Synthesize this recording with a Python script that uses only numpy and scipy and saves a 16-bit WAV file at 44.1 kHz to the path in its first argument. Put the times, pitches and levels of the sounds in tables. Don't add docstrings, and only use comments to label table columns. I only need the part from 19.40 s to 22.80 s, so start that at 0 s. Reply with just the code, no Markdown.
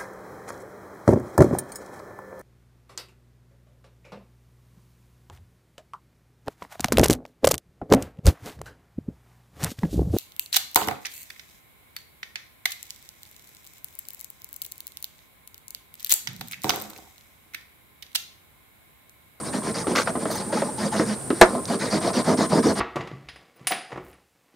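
import sys
import numpy as np
from scipy import signal
from scipy.io import wavfile
from scipy.ndimage import uniform_filter1d

SR = 44100
rng = np.random.default_rng(int(sys.argv[2]) if len(sys.argv) > 2 else 0)


def digitize_waveform(pressure):
    field = np.atleast_2d(pressure).T
    bounded = np.clip(field, -1, 1)
    quanta = np.round(bounded * 32767).astype(np.int16)
    wavfile.write(sys.argv[1], SR, quanta)


def ratio(d):
    e = np.asarray(d, float) / 20
    return 10 ** e


N = 149940

# frequency in Hz, level in dB.
AIR_HZ_DB = [(30, -28), (130, 1), (470, -6), (1500, -18.5), (3000, -32.5), (5000, -27.5), (11000, -31.5),
             (13500, -32.5), (16000, -61)]
INSECT_HZ_DB = [(7000, -32), (7600, -12.5), (9050, -0.5), (10000, -10.5), (10900, -32.5)]
AIR_DB, INSECT_DB, INSECT_CLICKS_PER_S = -36.5, -38.5, 4000

# time in seconds, peak in dB.
PIPS = [
    (0.953, -31),
    (1.024, -35),
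    (1.1, -32),
    (1.172, -22.5),
    (1.287, -28),
    (1.382, -29),
    (1.524, -24),
]
PIP_HZ, PIP_S, PIP_DB = 862, .026, 1.5

# frequency in Hz, T60 in seconds.
YARD_T60_S = [(300, 0.16), (8000, 0.14)]
YARD_DB = -10

# frequency in Hz, left minus right in dB.
LEAN_HZ_DB = [(100, -1.7), (500, -0.5), (2000, 2), (6000, -0.5)]
BASS_CUT_HZ_DB = [(25, -74), (80, 4), (150, 1.5)]

RATTLE_HZ_DB = [(300, -4), (600, 3), (2200, -6), (2900, -28), (6000, -42)]
RATTLE_START_S, RATTLE_DB, RATTLE_T60_S = 2.045, -26, 0.14

# delay in seconds, level in dB.
CRACK_BOUNCES = [
    (.005, 1.5),
    (0.0229, -8.5),
    (.031, -18),
    (.047, -14.5),
]
# frequency in Hz, level in dB, T60 in seconds.
CRACK_MODES = [(34, -17, 0.063), (205, -13.5, 0.13), (360.4, -1.5, 0.091), (480, -4.5, 0.075),
               (640, 5.5, 0.054), (810, -8, 0.017), (1105, -1, 0.029), (1300, 1, 0.013),
               (1680, -4.5, 0.045)]
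SNAP_HZ_DB = [(30, -12), (204, -15), (684, -3), (2100, -6), (3300, -15.5), (9710, -21), (16000, -32)]
# frequency in Hz, T60 in seconds.
SNAP_T60_S = [(100, 0.099), (1000, 0.14), (3000, 0.053), (6000, 0.073), (12000, 0.0071)]
CRACK_S, CRACK_DB, SNAP_DB = 2.0128, 2, 0

BENCH_MODES = [(159, -7.5, 0.14), (210.7, -6.5, 0.16), (252.6, 3.5, 0.098), (311.7, -1, 0.12),
               (396.6, -4, 0.12), (450.3, -1, 0.13), (539, -5.5, 0.039), (610.3, 2, 0.066),
               (658, -10.5, 0.079), (1050, -17, 0.28)]
TOOL_MODES = [(620, -3, .04), (1050, -2, .04), (1340, 0, .04), (1900, -4, .035)]
# time in seconds, peak in dB, hardness 0 to 1.
KNOCKS = [
    (0.47, -16.5, 0.27),
    (0.674, -18, 1),
    (0.754, -21, 0.24),
    (0.854, -18.5, 0.17),
    (1.126, -20.5, 0.43),
    (1.22, -19.5, 0.42),
    (1.597, -20, 0.6),
    (1.904, -14, 0.24),
]
# time in seconds, peak in dB, pitch in Hz.
TICKS = [
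    (.7945, -33, 3500),
    (.8325, -29, 4150),
    (1.1423, -27, 2600),
    (1.8125, -35, 3500),
    (1.9036, -21, 3600),
    (2.2548, -18.5, 5500),
    (2.3436, -21, 7300),
    (2.345, -24, 3600),
]

# start in seconds, length in seconds, level in dB, peak as share of length.
SKID = (.5525, .085, -22, .1)
SKID_HZ_DB = [(120, -44), (200, -10), (456, -2.5), (791, -13), (1160, -8), (2130, -24), (2380, -31),
              (5730, -18), (16000, -59)]
# frequency in Hz, width in Hz, level in dB.
SKID_RINGS = [(1240, 400, 0), (1920, 120, -4)]
# start in seconds, length in seconds, level in dB, pitch in Hz, width in Hz.
SQUEAKS = [(.909, .014, -43, 13300, 900), (.92, .022, -49, 12800, 500), (.911, .012, -45, 11600, 700),
           (.91, .03, -51, 15300, 500), (.909, .03, -43, 6300, 500), (.909, .02, -43, 4700, 700),
           (.95, .024, -39, 6150, 250), (.954, .012, -41, 11500, 600), (.956, .008, -45, 12800, 800),
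           (.955, .03, -51, 15200, 700), (.974, .018, -38, 4600, 1500), (1.0, .012, -42, 3900, 900)]

# time in seconds, peak in dB, pitch in Hz.
JOLTS = [(0.149, -21.5, 483), (0.286, -18.5, 400), (0.468, -15.5, 583), (0.499, -19, 378),
         (0.521, -19, 363), (0.553, -15, 1384), (0.673, -16.5, 1320), (0.856, -11.5, 628),
         (0.903, -15.5, 636), (1.128, -14, 598), (1.136, -14.5, 466), (1.171, -17, 870), (1.221, -8.5, 632),
         (1.466, -14.5, 554), (2.151, -15, 627), (2.441, -26, 470), (2.527, -16, 387), (2.649, -17, 280),
         (2.677, -9, 677), (2.729, -29, 450), (2.762, -24, 243), (2.889, -14, 533), (2.988, -10, 274),
         (3.019, -17, 274), (3.132, -7, 624), (3.154, -10, 307), (3.183, -7.5, 276), (3.257, -6.5, 313),
         (3.268, -5, 445), (3.287, -8, 264),
         (.034, -24, 1060), (.221, -25, 1040), (.443, -25, 1150), (.479, -14, 334), (.753, -18, 697),
           (.777, -21, 413), (1.174, -19, 1290), (1.226, -11.5, 560), (1.5973, -8.5, 304),
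           (1.9054, -6.5, 401), (1.929, -11.5, 333), (2.99, -21, 994), (3.005, -18, 660)]
JOLT_RISE_S, JOLT_T60_S, JOLT_T60_CYCLES, JOLT_DB = 0.0017, 0.025, 9.4, -2.5

# start in seconds, length in seconds, level in dB.
DRONES = [
    (1.378, .12, -27),
    (1.655, .11, -23),
    (1.24, .035, -26),
    (2.515, .075, -24),
]
DRONE_HZ = 209

# start in seconds, length in seconds, hiss in dB,
# shudder in dB.
PUSHES = [
    (.035, 0.074, -41.5, -30.5),
    (.225, 0.1, -39, -27.5),
    (.465, 0.089, -39, -24.5),
    (1.375, 0.12, -36, -26),
    (1.645, 0.11, -37.5, -29.5),
    (2.39, 0.11, -34, -27),
    (2.605, 0.11, -34, -21.5),
    (2.84, 0.11, -33, -17.5),
    (3.09, 0.12, -34, -19),
    (3.35, 0.088, -34.5, -21.5),
]
# start in seconds, length in seconds, hiss in dB, shudder in dB.
PULLS = [(.125, 0.071, -37, -28), (.34, 0.097, -35.5, -28), (.655, 0.058, -40, -27),
         (1.12, 0.11, -36, -25.5), (1.215, 0.1, -46, -28), (1.515, 0.13, -33.5, -22.5),
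         (2.275, 0.095, -35.5, -22.5), (2.5, 0.097, -33, -22), (2.73, 0.095, -32, -20),
         (2.97, 0.099, -32, -19), (3.225, 0.11, -32, -19)]
# start in seconds, length in seconds, hiss in dB, shudder in dB.
SHIFTS = [
    (-.05, 0.073, -44.5, -34),
    (.745, 0.04, -78, -28),
    (.795, 0.051, -42.5, -31),
    (.86, 0.062, -44.5, -29),
    (.9, 0.13, -38.5, -30.5),
    (1.0, 0.16, -52.5, -37.5),
    (1.92, 0.27, -45, -42),
    (2.05, 0.098, -63, -29),
    (2.13, 0.074, -67, -26),
]
HISS_HZ_DB = [(880, -5), (1500, 0), (2080, -1.5), (2690, -11.5), (4730, -2.5), (7240, -11), (9280, -25),
              (10100, -21.5), (16000, -36)]
SHUDDER_HZ_DB = [(24, -106), (40, -51), (205, 7), (342, -3.5), (673, -1.5), (780, -6), (1050, -6),
                 (1230, -9.5), (3200, -55.5), (4160, -86), (7040, -120)]
PUSH_PEAK, PULL_PEAK, SHIFT_PEAK = 0.5, 0.39, 0.45
HISS_EDGE, SHUDDER_EDGE, SHUDDER_LAG_S = 0.56, 0.64, 0.0051
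SLIPS_PER_S, SLIP_SPREAD_DB = 1600, 3
GRIT_PER_S, GRIT_SPREAD_DB, RING_DB = 6000, 0.5, 1.5


def evened(x):
    return x / np.sqrt(np.mean(x ** 2) + 1e-20)


def read(points, hz):
    f, value = np.transpose(points)
    return np.interp(np.log(hz + 1), np.log(f + 1), value)


def add(mix, s, sound):
    part = mix[round(s * SR):][:len(sound)]
    part += sound[:len(part)]


def colour(x, points):
    db = read(points, np.abs(np.fft.fftfreq(8192, 1 / SR)))
    log = np.log(ratio(np.maximum(db, -100)))
    taps = np.fft.ifft(np.exp(log - 1j * signal.hilbert(log).imag)).real[:2048]
    taps = taps.reshape((1,) * (x.ndim - 1) + (-1,))
    return signal.oaconvolve(x, taps, axes=-1)[..., :x.shape[-1]]


def bands(x, peaks):
    return sum(ratio(db) * signal.lfilter(*signal.iirpeak(hz, hz / width, SR), x) for hz, width, db in peaks)


def narrow(x, hz, width):
    peak = [(hz, width, 0)]
    return evened(bands(bands(x, peak), peak))


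def faded(x, t60_points, size):
    hz, t, z = signal.stft(x, SR, nperseg=size)
    return signal.istft(z * ratio(-60 * t / read(t60_points, hz)[:, None]), SR, nperseg=size)[1]


def rings(modes, spread=0):
    t, wobble = np.arange(SR // 4) / SR, rng.standard_normal((len(modes), 3))
    out = np.zeros(len(t))
    for k, ((hz, db, t60), w) in enumerate(zip(modes, wobble)):
        fade = ratio(db + 60 * spread * w[0] - 60 * t / t60)
        out += fade * np.sin(2 * np.pi * hz * (1 + spread * w[1]) * t + np.pi * k + 20 * spread * w[2])
    return np.minimum(t / 0.00012, 1) * out


def grains(per_s, spread_db, shape=N):
    size = ratio(spread_db * np.minimum(rng.exponential(1, shape), 4)) * rng.choice([-1., 1.], shape)
    return evened(size * (rng.random(shape) < per_s / SR))


def arch(start, length, peak, edge):
    u = (np.arange(N) / SR - start) / length
    bend = np.log(.5) / np.log(np.clip(peak, .05, .9))
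    speed, on = np.zeros(N), (u > 0) & (u < 1)
    speed[on] = np.sin(np.pi * u[on] ** bend) ** edge
    return speed


def patchy(x, size, wide, long, patchy_db):
    overlap = size * 3 // 4
    z = signal.stft(x, nperseg=size, noverlap=overlap)[2]
    field = uniform_filter1d(rng.standard_normal(z.shape[::-1]).T, wide, 0)
    field = evened(uniform_filter1d(field, long, 1))
    return evened(signal.istft(z * ratio(patchy_db * field), nperseg=size, noverlap=overlap)[1][:N])


def outdoors():
    air = colour(rng.standard_normal((3, N)), AIR_HZ_DB)
    air = evened(air[:1] + colour(air[1:], [(60, 1.5), (150, -7.5), (1000, -0.5), (12000, -1.0)]))
    clicks = grains(INSECT_CLICKS_PER_S, 0.96, (3, N))
    clicks = colour(clicks[1:] + 1.12 * clicks[:1], INSECT_HZ_DB)
    side_db = np.array([[-.6], [1.8]])
    return ratio(AIR_DB) * air + ratio(INSECT_DB + side_db) * evened(clicks)


def frog():
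    out, t = np.zeros(N), np.arange(0, PIP_S, 1 / SR)
    pip = np.sin(np.pi * (t / PIP_S) ** 0.7) ** 2 * np.sin(2 * np.pi * PIP_HZ * t)
    for s, db in PIPS:
        add(out, s - .004, ratio(db + PIP_DB) * pip)
    return out


def yard(x):
    taps = np.zeros((2, SR // 4))
    at = np.arange(60, SR // 4 - 20, 20) + rng.integers(0, 20, (2, (SR // 4 - 61) // 20))
    np.put_along_axis(taps, at, rng.choice([-1., 1.], at.shape), 1)
    tail = colour(faded(taps, YARD_T60_S, 256), [(150, -14), (1500, 2.5)])
    return signal.oaconvolve(x[None], tail / np.linalg.norm(tail[0]), axes=1)[:, :N]


def rattle():
    t = np.maximum(np.arange(N) / SR - RATTLE_START_S, 0)
    fade = np.minimum(t / .008, 1) * ratio(RATTLE_DB - 60 * t / RATTLE_T60_S)
    return fade * evened(colour(grains(2500, 3.6), RATTLE_HZ_DB))


def crack():
    out = np.zeros(N)
    snap = faded(colour(rng.standard_normal(SR // 2), SNAP_HZ_DB), SNAP_T60_S, 128)
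    add(out, CRACK_S, ratio(CRACK_DB + SNAP_DB) * snap / np.std(snap[:400]) / 2)
    for delay, db in [(0.00037, 0), *CRACK_BOUNCES]:
        ring = rings(CRACK_MODES, spread=0.031)
        add(out, CRACK_S + delay, ratio(CRACK_DB + db) * ring / abs(ring).max())
    return out


def knocks():
    out, t = np.zeros(N), np.arange(1500) / SR
    puff_hz_db = [(300, -36), (900, 6), (2500, -13.5), (5500, -21), (9000, -66)]
    for s, db, hard in KNOCKS:
        hard = np.clip(hard, 0, 1)
        bench, tool = rings(BENCH_MODES[1:9], spread=0.047), rings(TOOL_MODES, spread=0.034)
        blow = (1 - hard) * bench / abs(bench).max() + hard * tool / abs(tool).max()
        add(out, s, ratio(db + 1.0) * blow)
        puff = evened(colour(rng.standard_normal(len(t)), puff_hz_db))
        add(out, s, ratio(db - 8.5 - 60 * t / 0.076) * (0.52 + hard) * puff)
    for s, db, hz in TICKS:
        tick = narrow(rng.standard_normal(len(t)), hz, 3000)
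        add(out, s, ratio(db - 7.0 - 60 * t / 0.01) * tick)
    return out


def skid():
    start, length, db, peak = SKID
    grit = patchy(grains(2200, 3), 256, 4, 6, 3)
    scrape = evened(colour(grit, SKID_HZ_DB)) + 0.7 * evened(bands(grit, SKID_RINGS))
    out = ratio(db) * arch(start, length, peak, 0.57) * scrape
    fine = grains(4040, 3.3)
    for s, span, level_db, hz, width in SQUEAKS:
        out += ratio(level_db) * arch(s, span, 0.26, 0.62) * narrow(fine, hz, width)
    return out


def jolts():
    out, t = np.zeros(N), np.arange(3000) / SR
    for s, db, hz in JOLTS:
        t60 = JOLT_T60_S + JOLT_T60_CYCLES / hz
        fade = np.minimum(t / JOLT_RISE_S, 1) * ratio(db + JOLT_DB - 60 * t / t60)
        overtone = 0.37 * ratio(-60 * t / 0.034) * np.sin(2 * np.pi * 1.62 * hz * t)
        add(out, s - .001, fade * (np.sin(2 * np.pi * hz * t) + overtone))
    return out


def strokes():
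    hiss, shake, lean = np.zeros(N), np.zeros(N), np.zeros(N)
    for rows, peak in ((PUSHES, PUSH_PEAK), (PULLS, PULL_PEAK), (SHIFTS, SHIFT_PEAK)):
        for start, length, hiss_db, shudder_db in rows:
            hiss += ratio(hiss_db + 1.0) * arch(start, length, peak, HISS_EDGE)
            shake += ratio(shudder_db + 1.5) * arch(start + SHUDDER_LAG_S, length, peak, SHUDDER_EDGE)
    for start, length, db in DRONES:
        lean += ratio(db) * arch(start, length, SHIFT_PEAK, 0.95)

    grit = patchy(colour(grains(GRIT_PER_S, GRIT_SPREAD_DB), HISS_HZ_DB), 256, 4, 16, 3)
    clumps = ratio(2.3 * evened(uniform_filter1d(rng.standard_normal(N), 250)))
    slips = patchy(clumps * grains(SLIPS_PER_S, SLIP_SPREAD_DB), 1024, 2, 8, 2.5)
    broad = evened(colour(slips, SHUDDER_HZ_DB))
    body = rings(BENCH_MODES)
    ring = signal.oaconvolve(slips * shake, body / np.linalg.norm(body))[:N]

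    wander = uniform_filter1d(clumps, 500)
    drone_hz = DRONE_HZ * (.85 + .15 * wander[::-1])
    drone = lean * wander * np.sin(2 * np.pi * np.cumsum(drone_hz) / SR)
    return drone + hiss * grit + 0.51 * (shake * broad + ratio(RING_DB) * ring)


def scene():
    rubbing = strokes() + skid() + knocks() + jolts() + rattle()
    near = colour(rubbing, BASS_CUT_HZ_DB) + crack()
    sides = [colour(near, [(hz, side * db / 2) for hz, db in LEAN_HZ_DB]) for side in (1, -1)]
    far_frog = frog() * ratio(np.array([[1.5], [-1.5]]))
    return np.array(sides) + ratio(YARD_DB) * yard(near) + far_frog + outdoors()


def top_cut(x):
    return signal.sosfilt(signal.butter(12, 16210, fs=SR, output="sos"), x)


def record(dry):
    limited = colour(np.clip(dry, -1, 1), [(15600, 0), (16400, -45)])
    return top_cut(limited)


dry = scene()
out = record(dry)
digitize_waveform(out)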